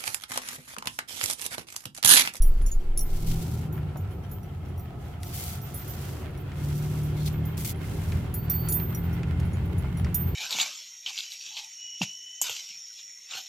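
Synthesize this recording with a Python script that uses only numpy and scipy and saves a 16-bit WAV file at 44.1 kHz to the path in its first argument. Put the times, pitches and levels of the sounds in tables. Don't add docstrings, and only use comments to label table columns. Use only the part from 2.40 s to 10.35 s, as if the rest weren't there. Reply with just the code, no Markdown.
import sys
import numpy as np
from scipy import signal
from scipy.fft import rfft, irfft
from scipy.io import wavfile
from scipy.ndimage import uniform_filter1d

SR = 44100
rng = np.random.default_rng(int(sys.argv[2]) if len(sys.argv) > 2 else 0)


def materialize(psi):
    bounded = np.clip(np.atleast_2d(psi).T, -1, 1)
    quanta = np.round(bounded * 32767).astype(np.int16)
    wavfile.write(sys.argv[1], SR, quanta)


N = 350595
TIME = np.arange(N) / SR
FREQS = np.maximum(np.fft.rfftfreq(N, 1 / SR), 1)
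TOP_HZ = 16000

# t/s, firing rate f/Hz
FIRING_RATE = [(0, 35.5), (.8, 40.6), (1.1, 41.1), (1.47, 37.17), (2.6, 32.37), (3.2, 34.46), (3.95, 34),
               (4.43, 37.4), (4.8, 37.15), (5.05, 39.06), (5.5, 39.2), (5.8, 40.24), (6.3, 40.3),
               (6.55, 42.32), (7.05, 42.71), (7.25, 43.5), (7.9, 43.07)]
# t/s, engine load level/dB
ENGINE_LOAD = [(.55, -63), (.9, -35.5), (1.38, -41), (1.65, -49), (3.1, -49), (3.5, -45), (4.16, -48.5),
               (4.23, -37), (5, -35.5), (5.3, -43), (6.5, -36.5), (7.9, -38.5)]
# multiple of the firing rate [1], level/dB against the load
ENGINE_HARMONICS = [(1, -15), (2, -1.5), (3, -1), (4, 1.5), (5, -10.5), (6, -15.5), (7, -14), (8, -21.5),
                    (9, -18.5), (10, -18.5)]
# f/Hz, half width/Hz, lift/dB
CABIN_BOOMS = [(121.4, 2.4, 5), (146.7, 9.3, 6.5), (194.6, 3.1, 7.5), (376.7, 7.1, 7.5)]
ENGINE_JITTER, ENGINE_WAVER_DB = .002, 1.2

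BELT_FIRINGS = 4.3
# f/Hz, width/Hz, level/dB
WHIRR_RESONANCES = [(713, 67, 1.5), (840, 110, -8.5), (1297, 65, -3.5)]
# start t/s, length/s, level/dB
TURN_SWELLS = [(.7, 1.96, -57), (2.2, 1.6, -54.5)]

# t/s, body rumble level/dB, panel drone level/dB, tyre crunch level/dB
ROLLING_LEVELS = [(0.15, -62, -50.5, -65), (0.21, -70, -51.5, -60), (0.37, -51, -50.5, -66.5),
                  (0.97, -31.5, -43.5, -60.5), (2.23, -36, -49.5, -65.5), (3.1, -36.5, -49, -60),
                  (3.63, -36.3, -45.5, -57.5), (6.75, -30, -44, -56), (7.84, -29.5, -45, -56.5),
                  (7.95, -27.5, -43, -56.5)]
# start t/s, length/s, rumble level/dB
RUT_SWELLS = [(5.45, 0.19, -34.5), (5.66, 0.23, -29), (6.92, 0.42, -31), (7.58, 0.15, -28)]
# f/Hz, level/dB per Hz
BODY_SPECTRUM = [(25, -55), (40, -11), (60, -9.5), (86, 2), (110, -6.5), (140, -6.5), (175, -11.5),
                 (215, -18), (300, -32)]
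# f/Hz, level/dB per Hz
PANEL_SPECTRUM = [(130, -21), (210, 0.5), (280, 1), (325, -14.5), (390, -2.5), (480, -4.5), (620, -9.5),
                  (1000, -13.5), (3000, -51)]
# f/Hz, width/Hz, level/dB
PANEL_RESONANCES = [(298.5, 5.9, 7), (358.6, 46, 3)]

# f/Hz, level/dB per Hz
TYRE_SPECTRUM = [(350, -16), (560, 7), (1300, 4.5), (1750, 3.5), (2150, 0), (2650, 1), (3250, -4),
                 (4200, -9), (6000, -17), (16000, -18.5)]
# f/Hz, width/Hz, level/dB
ARCH_RESONANCES = [(1100, 87, -8.5), (1407, 115, -3), (2120, 130, -2.5), (3190, 210, -9)]
ARCH_DRIFT, ARCH_WANDER_DB = .022, 1.9
GRIT_PER_S, GRIT_SCATTER_DB, GRIT_DB = 220, 4.4, -6.5
FLUTTER_RISE_T60 = .03

# start t/s, length/s, level/dB
HAND_STROKES = [(0, 0.54, -74), (.63, 0.67, -57), (.85, 0.12, -52), (1.005, 0.046, -53.5),
                (2.58, 0.19, -74), (2.8, 0.46, -57), (3.2, 0.39, -63.5), (3.43, 0.44, -58.5),
                (4.12, 0.68, -59.5), (4.74, 0.21, -60.5), (4.85, 0.044, -49.5), (5.38, 0.5, -60.5)]
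# f/Hz, level/dB per Hz
CLOTH_SPECTRUM = [(1180, -58), (2000, -0.5), (3040, 4), (3650, 4), (5630, 4.5), (9090, 2), (13300, 4.5),
                  (15200, 3), (16000, -9)]
RISE_SHARE, FALL_SHARE = .26, .45

# t/s, ring level/dB of the tiny, small, medium and large key
KEY_CLASHES = [(0.021, -45, -29.5, -47, -39), (0.219, -73, -50, -62, -63), (0.2633, -56, -45, -38.5, -45),
               (0.3156, -57, -50, -37.5, -58), (0.5746, -45, -28.5, -48, -37), (0.592, -45, -33, -47, -37),
               (0.608, -49, -35.5, -53, -39), (1.3254, -53, -58, -62, -63), (1.5712, -54, -55, -55, -57),
               (1.708, -76, -64, -70, -67), (1.914, -50, -56, -66, -62), (2.031, -65, -61, -74, -62),
               (2.3778, -55, -57, -73, -61), (2.3945, -50.5, -63, -75, -56), (2.8444, -50, -57, -65, -60),
               (3.2161, -50, -56, -65, -54), (3.3433, -40, -40, -64, -61), (3.374, -41, -54, -62, -60),
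               (3.479, -43.5, -51, -57, -60), (3.9749, -54, -58, -69, -59), (4.353, -48, -59, -64, -58),
               (4.6309, -56, -54, -62, -60), (4.9262, -50, -64, -71, -70), (5.0534, -45, -51, -62, -59),
               (5.9407, -37, -39.5, -51, -58), (6.0985, -29, -35, -60, -41), (6.2866, -34, -31, -37, -53),
               (6.323, -29, -27.5, -41, -53), (6.548, -40, -44.5, -44, -43), (6.7291, -57, -60, -69, -52),
               (7.0519, -66, -53, -69, -68), (7.1317, -76, -55, -57, -58), (7.2549, -57, -64, -76, -72),
               (7.3811, -52, -48.5, -54, -72), (7.5717, -57, -49, -56, -55),
               (7.7447, -28, -33, -39.5, -40.5)]
# key 0-3 (tiny to large), f/Hz, level/dB, t60/s
KEY_RESONANCES = [(0, 13808, 0, .45), (1, 10712, -3, .17), (1, 10960, 0, .065), (2, 6788, 0, .09),
                  (3, 5750, 0, .07)]
TICK_T60 = .045
REBOUND_S = (.005, .02)
GRAZE_SCATTER_DB, SWING_DB = 4, 3.5
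# t/s, level/dB, time of free ringing/s
RING_STRIKES = [(0.03, -67, 0.45), (5.942, -61.5, 0.19), (6.102, -50.5, 0.21), (7.82, -69, .12)]
# start t/s, length/s, level/dB
KEY_BRUSHES = [(1.62, 0.56, -68), (6.48, .24, -48), (6.95, .7, -66)]

# t/s, crack level/dB, top of the crack f/Hz, thud level/dB, centre of the thud f/Hz
TRIM_TAPS = [(.2137, -47, 4500, -51, 1400), (.9145, -34, 7000, -53, 2100), (1.3772, -53, 6000, -41, 1450),
             (1.5575, -48, 4000, -36, 850), (2.8317, -31, 12000, -47, 2100), (4.1175, -46, 6000, -43, 2100),
             (4.8773, -32, 6000, -57, 2500), (5.178, -32, 14000, -45, 1400),
             (5.2475, -27, 14000, -44, 2400), (5.7199, -35, 5500, -38, 2200),
             (6.3987, -40, 5000, -43, 2300), (6.832, -41, 6000, -39, 1900), (7, -38, 12000, -52, 2100),
             (7.4414, -56, 3500, -35, 870), (7.6456, -35.5, 6500, -42, 2200),
             (7.6597, -48, 5000, -36, 1050), (7.667, -50, 4000, -42, 2000)]
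# f/Hz, level/dB, t60/s
TRIM_RESONANCES = [(600, -1, .06), (930, -1, .045), (1430, -1, .04), (2104, -6, .03), (2570, -6, .03)]
TAP_REACH_OCTAVES = 0.95
TAP_RISE_T60, CRACK_T60 = .002, .018
THUD_SPAN, BOUNCE_DB = 1.35, -12

# start t/s, length/s, level/dB
CREAK_SWELLS = [(.87, 0.06, -53), (4.73, 0.14, -52.5), (4.85, 0.034, -41.5)]
# f/Hz, width/Hz, level/dB
CREAK_RESONANCES = [(3520, 350, 5), (4300, 480, 4), (6300, 900, -12)]
CREAK_RISE_SHARE, CREAK_FALL_SHARE = .85, .12

# start t/s, length/s, level/dB
PALM_SKIDS = [(2.925, 0.26, -47), (5.17, 0.095, -49), (5.244, 0.09, -43)]
# f/Hz, level/dB per Hz
PALM_SPECTRUM = [(1500, -30), (2000, -8.5), (4000, -1), (6000, 4.5), (9500, 5), (13000, 9.5), (15500, 3)]
# f/Hz, width/Hz, level/dB
RIM_RESONANCES = [(2154, 330, 3.5), (3200, 530, 1.5), (4460, 450, -3)]
# f/Hz, level/dB
STEREO_WIDTH = [(30, -29), (60, -21), (130, -23.5), (250, -7), (1000, -5.5), (2500, -1), (14000, 2)]


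def undb(db):
    return 10 ** (np.asarray(db) / 20)


def unit(x):
    return x / np.sqrt(np.mean(x ** 2))


def curves(table):
    s, *columns = np.transpose(table)
    return [np.interp(TIME, s, column) for column in columns]


def walk(rate):
    hold = int(SR / rate)
    steps = np.repeat(rng.standard_normal(N // hold + 1), hold)
    return 1.3 * uniform_filter1d(uniform_filter1d(steps, hold), hold)[:N]


def fade(t, t60):
    return np.exp(-np.log(1000) * t / t60)


def swells(table, rise_share=RISE_SHARE, fall_share=FALL_SHARE):
    power = np.zeros(N)
    for s, length_s, db in table:
        i = slice(max(int(s * SR), 0), int((s + length_s) * SR))
        along = (TIME[i] - s) / length_s
        shape = np.clip(np.minimum(along / rise_share, (1 - along) / fall_share), 0, 1)
        power[i] += (undb(db) * np.sin(np.pi / 2 * shape)) ** 2
    return np.sqrt(power)


def noise():
    return rng.standard_normal((2, N))


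def band_noise(lo_hz, hi_hz, size):
    sos = signal.butter(2, [lo_hz, min(hi_hz, SR / 2 - 100)], "band", fs=SR, output="sos")
    return unit(signal.sosfilt(sos, rng.standard_normal((2, size))))


def response(points):
    hz, db = np.transpose(points)
    skirts = np.minimum(FREQS / hz[0], 1) ** 2 * np.minimum(hz[-1] / FREQS, 1) ** 2
    return undb(np.interp(np.log(FREQS), np.log(hz), db)) * skirts


def resonance(hz, width_hz):
    return 1 / (1 + 1j * (FREQS ** 2 - hz ** 2) / (FREQS * width_hz))


def ringing(modes):
    return sum(undb(db) * np.abs(resonance(hz, 1.4 * width_hz)) ** 2 for hz, width_hz, db in modes)


def cabin(pair, gain):
    mid, side = rfft(pair) * gain
    side = side * response(STEREO_WIDTH)
    return unit(irfft([mid + side, mid - side], N))


def pan(db):
    return undb(np.array([[db], [-db]]) / 2)


def glide(pair, ratio):
    position = np.cumsum(ratio) % N
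    return np.array([np.interp(position, np.arange(N), ear) for ear in pair])


def add(out, s, sound):
    i = min(max(int(s * SR), 0), N)
    out[:, i:i + sound.shape[1]] += sound[:, :N - i]


def engine(level_db=-1.0, ear_lag=0.1):
    hz = curves(FIRING_RATE)[0] * (1 + ENGINE_JITTER * walk(14))
    phase = 2 * np.pi * np.cumsum(hz) / SR
    load_db, = curves(ENGINE_LOAD)
    ears = ear_lag * np.array([[-1], [1]])
    hum = 0
    for multiple, db in ENGINE_HARMONICS:
        k = round(multiple)
        boom_db = 0
        for boom_hz, half_width_hz, lift_db in CABIN_BOOMS:
            boom_db = boom_db + lift_db / (1 + ((k * hz - boom_hz) / half_width_hz) ** 2)
        gain = undb(load_db + db + boom_db + ENGINE_WAVER_DB * walk(10))
        hum = hum + gain * np.sin(k * phase + (-1) ** k * ears + rng.uniform(0, 2 * np.pi))
    return np.sqrt(2) * undb(level_db) * hum


def belt(level_db=-63, hz=3130, width_hz=200, chirp_share=0.12):
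    turn = np.cumsum(curves(FIRING_RATE)[0]) / SR / BELT_FIRINGS % 1
    chirp = np.exp(-((turn - .5) / chirp_share) ** 2)
    return undb(level_db + walk(6.1)) * chirp * cabin(noise(), ringing([(hz, width_hz, 0)]))


def whirr(turn_db=2.0, straight_db=-13, rest_hz=34, pitch_law=.33):
    gain = np.hypot(undb(curves(ROLLING_LEVELS)[1] + straight_db), undb(turn_db) * swells(TURN_SWELLS))
    ratio = (curves(FIRING_RATE)[0] / rest_hz) ** pitch_law
    return gain * glide(cabin(noise(), ringing(WHIRR_RESONANCES)), ratio)


def track(shake_db=1.5):
    rumble_db, drone_db, _ = curves(ROLLING_LEVELS)
    body_gain = np.hypot(undb(rumble_db), swells(RUT_SWELLS))
    body = body_gain * cabin(noise(), response(BODY_SPECTRUM))
    panel_gain = undb(drone_db + shake_db * walk(25))
    panels = panel_gain * cabin(noise(), response(PANEL_SPECTRUM) + ringing(PANEL_RESONANCES))
    return body + panels


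def tyres(hiss_db=7.0, arch_db=-2, shake_db=1.85, pan_db=-2.0):
    sizes = undb(GRIT_SCATTER_DB * np.minimum(rng.exponential(size=N), 4))
    hits = rng.random(N) < GRIT_PER_S / SR
    grit = unit(np.sign(noise()) * sizes * hits)
    ground = noise() + undb(GRIT_DB) * grit
    sound = undb(hiss_db) * cabin(ground, response(TYRE_SPECTRUM))
    for hz, width_hz, db in ARCH_RESONANCES:
        ring = glide(cabin(ground, ringing([(hz, width_hz, db)])), 1 + ARCH_DRIFT * walk(0.99))
        sound = sound + undb(arch_db + db + ARCH_WANDER_DB * walk(2)) * ring
    crunch_db = curves(ROLLING_LEVELS)[2]
    return pan(pan_db) * undb(crunch_db + shake_db * walk(30)) * sound


def air_flutter(level_db=-21, onset_db=9, onset_s=0.23, sink_db_per_s=5, end_s=0.99, end_t60=0.094,
                centre_hz=19, width_hz=11):
    flutter = irfft(rfft(rng.standard_normal(N)) * resonance(centre_hz, width_hz) ** 2, N)
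    running_rms = np.sqrt(np.abs(uniform_filter1d(flutter ** 2, size=6000)))
    db = level_db + onset_db * np.exp(-TIME / onset_s) - sink_db_per_s * TIME
    envelope = (1 - fade(TIME, FLUTTER_RISE_T60)) * fade(np.maximum(TIME - end_s, 0), end_t60)
    return undb(db) * flutter / running_rms * envelope


def swishes(level_db=9.5, rough_db=1.54, rest_db=-67, catch_db=-4, catches_per_s=1500):
    slide = swells(HAND_STROKES) * undb(level_db + rough_db * walk(180))
    catches = undb(catch_db) * unit(1.0 * (rng.random(N) < catches_per_s / SR))
    return (slide + undb(rest_db)) * cabin(noise() * (1 + catches), response(CLOTH_SPECTRUM))


def keys(key_db=(4, 3.5, 2.5, 2.5), tick_db=-10, tick_lo_hz=3900, rebound_db=-10, strike_db=3.0,
         spread=0.74, flight_s=0.75, mute_t60=0.24, attack_t60=0.0076, beam_db=-7.0,
         graze_db=(-72, -68, -72, -70), count=30):
    out, t = np.zeros((2, N)), np.arange(SR // 3) / SR
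    grazes = []
    for _ in range(count):
        s = rng.uniform(0, N / SR)
        grazes.append((s, *(graze_db + GRAZE_SCATTER_DB * rng.standard_normal(len(graze_db)))))
    for s, *rings_db in list(KEY_CLASHES) + grazes:
        blows = undb(np.add(rings_db, key_db))
        clash = np.zeros((2, len(t)))
        for key, hz, db, t60 in KEY_RESONANCES:
            key = int(key)
            phase = rng.uniform(0, 2 * np.pi) + spread * rng.standard_normal((2, 1))
            swing_hz = rng.uniform(5.4, 20.3, (2, 1))
            swing = np.sin(2 * np.pi * swing_hz * t + rng.uniform(0, 2 * np.pi, (2, 1)))
            beam = pan(0 if key else beam_db)
            strike = undb(strike_db * rng.uniform(-0.67, 1))
            ring = strike * np.sin(2 * np.pi * hz * t + phase) * fade(t, t60)
            clash += blows[key] * undb(db + SWING_DB * swing) * beam / beam.mean() * ring
        tick = band_noise(tick_lo_hz, TOP_HZ, len(t))
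        clash += blows.max() * undb(tick_db) * fade(t, TICK_T60) * (tick + tick[::-1] / 2)
        free_s = flight_s * np.sqrt(blows[0])
        clash *= (1 - fade(t, attack_t60)) * fade(np.maximum(t - free_s, 0), mute_t60)
        add(out, s - .001, clash)
        add(out, s + rng.uniform(*REBOUND_S), undb(rebound_db) * clash)
    return out


def key_ring(hz=4535, t60=5.5, mute_t60=0.4, pan_db=-6):
    out, t = np.zeros((2, N)), np.arange(SR) / SR
    for s, db, free_s in RING_STRIKES:
        envelope = (1 - fade(t, 0.017)) * fade(t, t60) * fade(np.maximum(t - free_s, 0), mute_t60)
        add(out, s, pan(pan_db) * undb(db) * envelope * np.sin(2 * np.pi * hz * t))
    return out


def knocks(thud_db=-2.5, thud_t60=0.061, crack_db=-2, bounce_s=0.0072, detune=0.029, spread=0.73):
    out, t = np.zeros((2, N)), np.arange(SR // 10) / SR
    for s, crack_level_db, top_hz, thud_level_db, pitch_hz in TRIM_TAPS:
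        for wait_s, blow_db in [(0, 0), (bounce_s * rng.uniform(0.56, 1.4), BOUNCE_DB)]:
            thud = fade(t, thud_t60) * band_noise(pitch_hz / THUD_SPAN, pitch_hz * THUD_SPAN, len(t))
            panel = thud + thud[::-1] / 2
            for hz, db, t60 in TRIM_RESONANCES:
                share = np.exp(-(np.log2(hz / pitch_hz) / TAP_REACH_OCTAVES) ** 2)
                mode_hz = hz * (1 + detune * rng.standard_normal())
                phase = 2 * np.pi * mode_hz * t + spread * rng.standard_normal((2, 1))
                panel = panel + share * undb(db) * fade(t, t60) * np.sin(phase)
            crack = undb(crack_level_db + crack_db) * fade(t, CRACK_T60) * band_noise(1400, top_hz, len(t))
            tap = undb(thud_level_db + thud_db) * panel + crack + crack[::-1] / 2
            add(out, s + wait_s, undb(blow_db) * tap * (1 - fade(t, TAP_RISE_T60)))
    return out


def creaks(slips_per_s=1500):
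    slips = noise() * (rng.random(N) < slips_per_s / SR)
    gain = swells(CREAK_SWELLS, CREAK_RISE_SHARE, CREAK_FALL_SHARE)
    return gain * cabin(slips, ringing(CREAK_RESONANCES))


def key_shimmer(width_hz=14):
    _, hz, db, _ = KEY_RESONANCES[0]
    return swells(KEY_BRUSHES) * cabin(noise(), ringing([(hz, width_hz, db)]))


def skids(level_db=8.5, rough_db=1.0, rise_share=0.067, slips_per_s=2200, hiss_db=-4):
    slips = unit(noise() * (rng.random(N) < slips_per_s / SR))
    friction = slips + undb(hiss_db) * noise()
    rasp = cabin(friction, response(PALM_SPECTRUM) + ringing(RIM_RESONANCES))
    return swells(PALM_SKIDS, rise_share) * undb(level_db + rough_db * walk(220)) * rasp


def scene():
    van = engine() + belt() + whirr() + track() + tyres() + air_flutter()
    return van + swishes() + skids() + keys() + key_shimmer() + key_ring() + knocks() + creaks()


def record(dry):
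    return signal.sosfilt(signal.ellip(8, .2, 70, TOP_HZ, fs=SR, output="sos"), dry)


dry = scene()
out = record(dry)
materialize(out)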